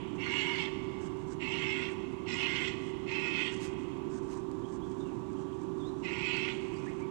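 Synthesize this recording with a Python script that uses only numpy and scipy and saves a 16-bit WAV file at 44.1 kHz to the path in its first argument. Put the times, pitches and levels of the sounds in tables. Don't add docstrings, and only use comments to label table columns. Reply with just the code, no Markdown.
import sys
import numpy as np
from scipy import signal
from scipy.fft import rfft, irfft
from scipy.io import wavfile

SR = 44100
rng = np.random.default_rng(int(sys.argv[2]) if len(sys.argv) > 2 else 0)


def wav_out(sig):
    wavfile.write(sys.argv[1], SR, np.round(np.clip(np.atleast_2d(sig).T, -1, 1) * 32767).astype(np.int16))


N = 313110
TIME = np.arange(N) / SR
PULSE_HZ = 233.35


def from_db(db):
    return 10 ** (np.asarray(db) / 20)


def rms_one(x):
    return x / np.sqrt(np.mean(x ** 2) + 1e-20)


def drift(rate_hz, size):
    knots = rng.standard_normal(size // 8 + 2)
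    return np.interp(np.arange(size) * rate_hz / SR, np.arange(len(knots)), knots)


def span(start_s, length_s, attack_s, release_s):
    at = np.flatnonzero((TIME >= start_s) & (TIME < start_s + length_s))
    t = TIME[at] - start_s
    return at, t, np.clip(np.minimum(t / attack_s, (length_s - t) / release_s), 0, 1)


def colour(x, spectrum):
    hz, db = np.transpose(spectrum)
    f = np.maximum(np.fft.rfftfreq(2 * N, 1 / SR), 1)
    skirts = np.minimum(1, np.minimum(f / hz[0], hz[-1] / f)) ** 8
    gain = from_db(np.interp(np.log(f), np.log(hz), db))
    return rms_one(irfft(rfft(x, 2 * N) * skirts * gain)[:N])


def resonance(x, hz, width_hz):
    carrier = np.exp(2j * np.pi * np.cumsum(hz * np.ones(len(x))) / SR)
    pole = np.exp(-np.pi * width_hz / np.sqrt(np.sqrt(2) - 1) / SR)
    baseband = signal.lfilter([(1 - pole) ** 2], [1, -2 * pole, pole ** 2], x / carrier)
    return 2 * np.real(carrier * baseband)


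def hum(rush_db=-43, hiss_db=-69.5, waver_db=1.5):
    # (frequency [Hz], level [dB], wander [Hz])
    tones = [(138.3, -67, 1.05), (349.5, -50.5, 1.626), (381.8, -44.5, 0.715), (767, -77, 0.23),
             (1149, -62, 1.14)]
    # (frequency [Hz], spectral level [dB])
    rush = [(22, -16.5), (55, -9.5), (165, -0.5), (230, -3.5), (290, 4), (380, -3), (450, -13.5),
            (570, -20.5), (790, -18), (940, -10.5), (1080, -15.5), (1180, -22), (1300, -23), (1750, -33.5)]
    # (frequency [Hz], spectral level [dB])
    hiss = [(1750, -0.5), (2400, 1), (3600, 0), (4800, -9.5), (7500, -7), (8500, -19.5), (9300, -16),
            (11800, -20.5)]
    out = from_db(rush_db) * colour(rng.standard_normal(N), rush)
    out += from_db(hiss_db) * colour(rng.standard_normal(N), hiss)
    for hz, db, wander_hz in tones:
        phase = 2 * np.pi * np.cumsum(hz + wander_hz * drift(6, N)) / SR
        out += np.sqrt(2) * from_db(db + waver_db * drift(5, N)) * np.sin(phase)
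    return out


def lingering_ring(level_db=-55, fall_db_per_s=40):
    bands = sum(resonance(rng.standard_normal(N), hz, width_hz=540) for hz in (2150, 2650, 3050))
    return rms_one(bands) * from_db(level_db - fall_db_per_s * TIME)


def nest(snaps_per_s=1500, rest_db=-81.5, fitful_db=6.0, tick_db=2.0):
    # (time [s], duration [s], level [dB])
    shuffles = [(0.138, 0.077, -73), (0.977, 0.11, -67.5), (1.88, 0.066, -70), (1.145, 0.11, -77),
                (1.26, 0.094, -66), (2.805, 0.12, -69), (3.504, 0.25, -67), (3.775, 0.17, -78),
                (4.093, 0.34, -70.5), (4.414, 0.28, -80.5), (4.674, 0.11, -72), (4.833, 0.52, -75.5),
                (5.347, 0.7, -78), (6.47, 0.22, -67.5), (6.65, 0.39, -70.5)]
    # (frequency [Hz], spectral level [dB])
    leaves = [(1500, 7.5), (3000, -19), (4800, -7), (6500, -2), (7600, -4.5), (8500, -4), (9400, -33),
              (11800, -32.5)]
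    # (time [s], level [dB], Gaussian spread [s])
    crunches = [(1.918, -77, 0.014), (2.127, -72, 0.011), (3.545, -62, 0.006), (3.638, -54, 0.023),
                (4.324, -62, 0.02), (4.515, -60, 0.0017)]
    # (frequency [Hz], spectral level [dB])
    twig = [(2000, 11.5), (4000, 5), (7000, 5), (9000, 0), (11800, -9)]
    snaps = (rng.random(N) < snaps_per_s / SR) * rng.choice([-1, 1], N)
    stir = np.full(N, from_db(rest_db))
    for start_s, length_s, db in shuffles:
        at, _, envelope = span(start_s, length_s, attack_s=0.018, release_s=0.018)
        stir[at] += from_db(db) * envelope
    stir *= from_db(fitful_db * np.tanh(drift(24, N)) + tick_db * drift(120, N))
    crunch = sum(from_db(db) * np.exp(-.5 * ((TIME - peak_s) / spread_s) ** 2)
                 for peak_s, db, spread_s in crunches)
    splinters = snaps + rng.standard_normal(N) * np.std(snaps)
    return stir * colour(snaps, leaves) + crunch * colour(splinters, twig)


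def syrinx(size, jitter=.045, shimmer_db=2.4, rebound_db=-5.5, air_db=-6.0, gating=0.7):
    cycles = np.cumsum(PULSE_HZ * (1 + jitter * drift(300, size) + .035 * drift(25, size))) / SR
    half_cycle = np.floor(2 * cycles)
    rebound = half_cycle % 2
    strength = from_db(rebound_db * rebound + shimmer_db * drift(500, size))
    slaps = np.diff(half_cycle, prepend=0) * strength
    puffs = 1 + gating * np.cos(2 * np.pi * 2 * cycles)
    air = rms_one(rng.standard_normal(size) * strength * puffs)
    return rms_one(slaps) + from_db(air_db) * air, air


def modes(x, table, tuning, flutter_db=6.0, waver=0.012, stray=0.0082):
    size = len(x)
    out = np.zeros(size)
    for hz, width_hz, db in table:
        gain = from_db(db + flutter_db * np.tanh(drift(29.2, size)))
        detuning = 1 + waver * drift(27.6, size) + stray * drift(7, size)
        out += gain * resonance(x, hz * tuning * detuning, width_hz)
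    return rms_one(out)


def hollow(x, hollow_width_hz=190, hollow_depth=0.62, treble_depth=0.57, shift=0.017, top_hz=9500):
    hollow_notches = [1310, 1740, 2370]
    # (mean frequency [Hz], bandwidth [Hz])
    treble_notches = [(3720, 200), (4800, 260), (6750, 240), (8050, 300)]
    for hz in hollow_notches:
        notch = signal.iirnotch(hz, hz / hollow_width_hz, SR)
        x = x + hollow_depth * (signal.lfilter(*notch, x) - x)
    for hz, width_hz in treble_notches:
        notch = signal.iirnotch(hz * (1 + shift * rng.standard_normal()), hz / width_hz, SR)
        x = x + treble_depth * (signal.lfilter(*notch, x) - x)
    return signal.sosfilt(signal.butter(16, top_hz, fs=SR, output="sos"), x)


def beg(call, arch_hz=60, waver=0.026, throat_db=-3.5, low_db=-12.0):
    # (nominal frequency [Hz], bandwidth [Hz], gain [dB])
    low_modes = [(985, 130, -0.5), (1170, 120, 2.5), (1560, 150, 0)]
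    # (nominal frequency [Hz], bandwidth [Hz], gain [dB])
    gape_modes = [(2870, 170, 0), (3120, 160, 0), (3370, 130, -7.5)]
    # (nominal frequency [Hz], bandwidth [Hz], gain [dB])
    rasp_modes = [(4020, 190, 0), (4330, 210, -1), (5150, 240, -5.5), (5470, 220, -7)]
    # (nominal frequency [Hz], bandwidth [Hz], gain [dB])
    sizzle_modes = [(6000, 240, 0), (6450, 220, -0.5), (7150, 220, -1), (7550, 240, 0), (8400, 260, -11),
                    (9200, 440, -13.5)]
    (start_s, length_s, level_db, open_s, throat_hz, bill_hz,
     bill_db, gape_db, rasp_db, sizzle_db, push_db, effort_s, effort_db) = call
    shut_db, shut_gape_db, shut_treble_db = -2.5, -15, -1.5
    push_s, push_treble_share = 0.086, 0.25
    effort_spread_s, effort_bill_share = 0.056, 0.32
    sag_s, sag_share, rise_share = 0.0364, 0.32, 0.045
    at, t, envelope = span(start_s, length_s, attack_s=0.04, release_s=0.079)
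    shut = np.clip(1 - t / open_s, 0, 1)
    bright_db = effort_db * np.exp(-.5 * ((t - effort_s) / effort_spread_s) ** 2)
    closing_db = push_db * np.clip(2 * (1 - (length_s - t) / push_s), 0, 1)
    mouth_db = effort_bill_share * bright_db
    treble_db = bright_db + shut_treble_db * shut + push_treble_share * closing_db
    arch = arch_hz * (np.sin(np.pi * t / length_s) - .5)
    sag = 1 - sag_share * np.clip(1 - (length_s - t) / sag_s, 0, 1)
    glide = sag * (1 + rise_share * (t / length_s - .5))
    source, air = syrinx(len(at))
    tremble = sag * (1 + waver * drift(91.9, len(at)))
    throat = rms_one(resonance(source, (throat_hz + arch) * tremble, width_hz=175))
    bill = rms_one(resonance(source, bill_hz * tremble, width_hz=290))
    gape = modes(source, gape_modes, glide)
    voice = from_db(throat_db) * throat + from_db(bill_db + mouth_db) * bill
    voice += from_db(gape_db + mouth_db + shut_gape_db * shut + closing_db) * gape
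    voice += from_db(rasp_db + treble_db) * modes(source + air, rasp_modes, glide)
    voice += from_db(sizzle_db + treble_db) * modes(source + air, sizzle_modes, glide)
    voice += from_db(low_db) * modes(source, low_modes, tuning=0.97)
    out = np.zeros(N)
    out[at] = envelope * from_db(level_db + shut_db * shut) * hollow(voice)
    return out


def forest(x, near_db, near_t60_s, far_db, low_t60_s=2.37, high_t60_s=2.16, split_hz=3150):
    t = TIME[:3 * SR // 2]
    limbs, trees = rng.standard_normal((2, len(t)))
    near = limbs * from_db(-60 * t / near_t60_s)
    low = signal.sosfilt(signal.butter(5, split_hz, "low", fs=SR, output="sos"), trees)
    high = signal.sosfilt(signal.butter(5, split_hz, "high", fs=SR, output="sos"), trees)
    far = low * from_db(-60 * t / low_t60_s) + high * from_db(-60 * t / high_t60_s)
    echoes = from_db(near_db) * near / np.linalg.norm(near) + from_db(far_db) * far / np.linalg.norm(far)
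    return x + signal.fftconvolve(x, echoes)[:N]


def whistle(rise_hz_per_s=145, waver=0.0285, octave_db=-27, ends_db=-1, throb_depth=0.43):
    # (time [s], duration [s], pitch [Hz], level [dB])
    whistles = [(0.26, 0.36, 2160, -42.5), (1.597, 0.22, 2105, -47), (2.403, 0.078, 2604, -38.5),
                (2.463, 0.2, 2103, -42.5), (3.118, 0.343, 2594, -41.5), (6.215, 0.24, 2620, -41)]
    out = np.zeros(N)
    for start_s, length_s, pitch_hz, db in whistles:
        at, t, envelope = span(start_s, length_s, attack_s=0.011, release_s=0.011)
        hz = pitch_hz + rise_hz_per_s * (t - length_s / 2)
        level_db = db + ends_db * (1 - np.sin(np.pi * t / length_s))
        phase = 2 * np.pi * np.cumsum(hz * (1 + waver * drift(228.3, len(at)))) / SR
        slap_phase = 2 * np.pi * np.cumsum(2 * PULSE_HZ * (1 + 0.162 * drift(200, len(at)))) / SR
        tone = np.sqrt(2) * (np.sin(phase) + from_db(octave_db) * np.sin(2 * phase))
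        out[at] += envelope * from_db(level_db) * tone * (1 + throb_depth * np.cos(slap_phase))
    return out


def small_birds(waver=0.026):
    # (time [s], duration [s], start pitch [Hz], end pitch [Hz], level [dB])
    chirps = [(4.633, 0.035, 2920, 3460, -62), (4.81, 0.045, 3220, 3430, -62),
              (4.906, 0.03, 3050, 3430, -69), (4.991, 0.044, 3800, 3370, -64),
              (5.022, 0.11, 3010, 2340, -66), (5.79, 0.054, 3740, 3290, -63.5),
              (5.82, 0.085, 3190, 4280, -60.5), (6.746, 0.047, 4300, 5520, -65),
              (6.86, 0.044, 1615, 2330, -51), (6.993, 0.059, 2010, 2470, -56.5)]
    out = np.zeros(N)
    for start_s, length_s, start_hz, end_hz, db in chirps:
        at = np.flatnonzero((TIME >= start_s) & (TIME < start_s + length_s))
        hz = np.linspace(start_hz, end_hz, len(at)) * (1 + waver * drift(450, len(at)))
        swell = np.sqrt(2 * np.hanning(len(at)))
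        out[at] += from_db(db) * swell * np.sin(2 * np.pi * np.cumsum(hz) / SR)
    return out


def far_flock(centre_s=5.36, spread_s=0.35, level_db=-72, pitch_hz=2800, swing=.2, flicker_db=4):
    phase = 2 * np.pi * np.cumsum(pitch_hz * (1 + swing * drift(70, N))) / SR
    swell = np.exp(-.5 * ((TIME - centre_s) / spread_s) ** 2)
    chatter = rms_one(from_db(flicker_db * drift(30, N)) * np.sin(phase))
    return swell * from_db(level_db) * chatter


def scene():
    # (time [s], duration [s], level [dB], bill opening time [s], throat resonance [Hz],
    # bill resonance [Hz], bill gain [dB], gape gain [dB], rasp gain [dB], sizzle gain [dB],
    # closing push [dB], time to the hardest effort [s], brightening there [dB])
    calls = [(0.177, 0.53, -37, 0.14, 2217, 2645, -5, -7, -17.5, -26, 1, 0.21, 2.5),
             (1.39, 0.53, -39, 0.15, 2190, 2600, -1.5, -7.5, -19, -26, -0.5, 0.22, 2.5),
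             (2.255, 0.5, -39, 0.12, 2166, 2613, -1.5, -3.5, -13.5, -21.5, -10, 0.036, 4.5),
             (3.06, 0.482, -38.3, 0.44, 2164, 2470, 0, -1.5, -15.5, -24, 2.5, 0.078, -1),
             (6.021, 0.54, -39, 0.27, 2233, 2507, -0.5, -8.5, -16, -26, 8, 0.31, 0.5)]
    background = hum() + lingering_ring() + nest()
    rasps = sum(forest(beg(call), near_db=-8.5, near_t60_s=0.48, far_db=-11.5) for call in calls)
    whistles = forest(whistle(), near_db=-10.5, near_t60_s=0.13, far_db=-16)
    far_birds = forest(small_birds() + far_flock(), near_db=1, near_t60_s=0.16, far_db=-5)
    sound = background + rasps + whistles + from_db(-4.5) * far_birds
    return 2 * sound * from_db([[-47], [0]])


def record(dry, hiss_db=-79, cutoff_hz=11800):
    hiss = from_db(hiss_db) * rng.standard_normal((2, N))
    return signal.sosfilt(signal.ellip(12, .1, 90, cutoff_hz, fs=SR, output="sos"), dry + hiss)


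dry = scene()
out = record(dry)
wav_out(out)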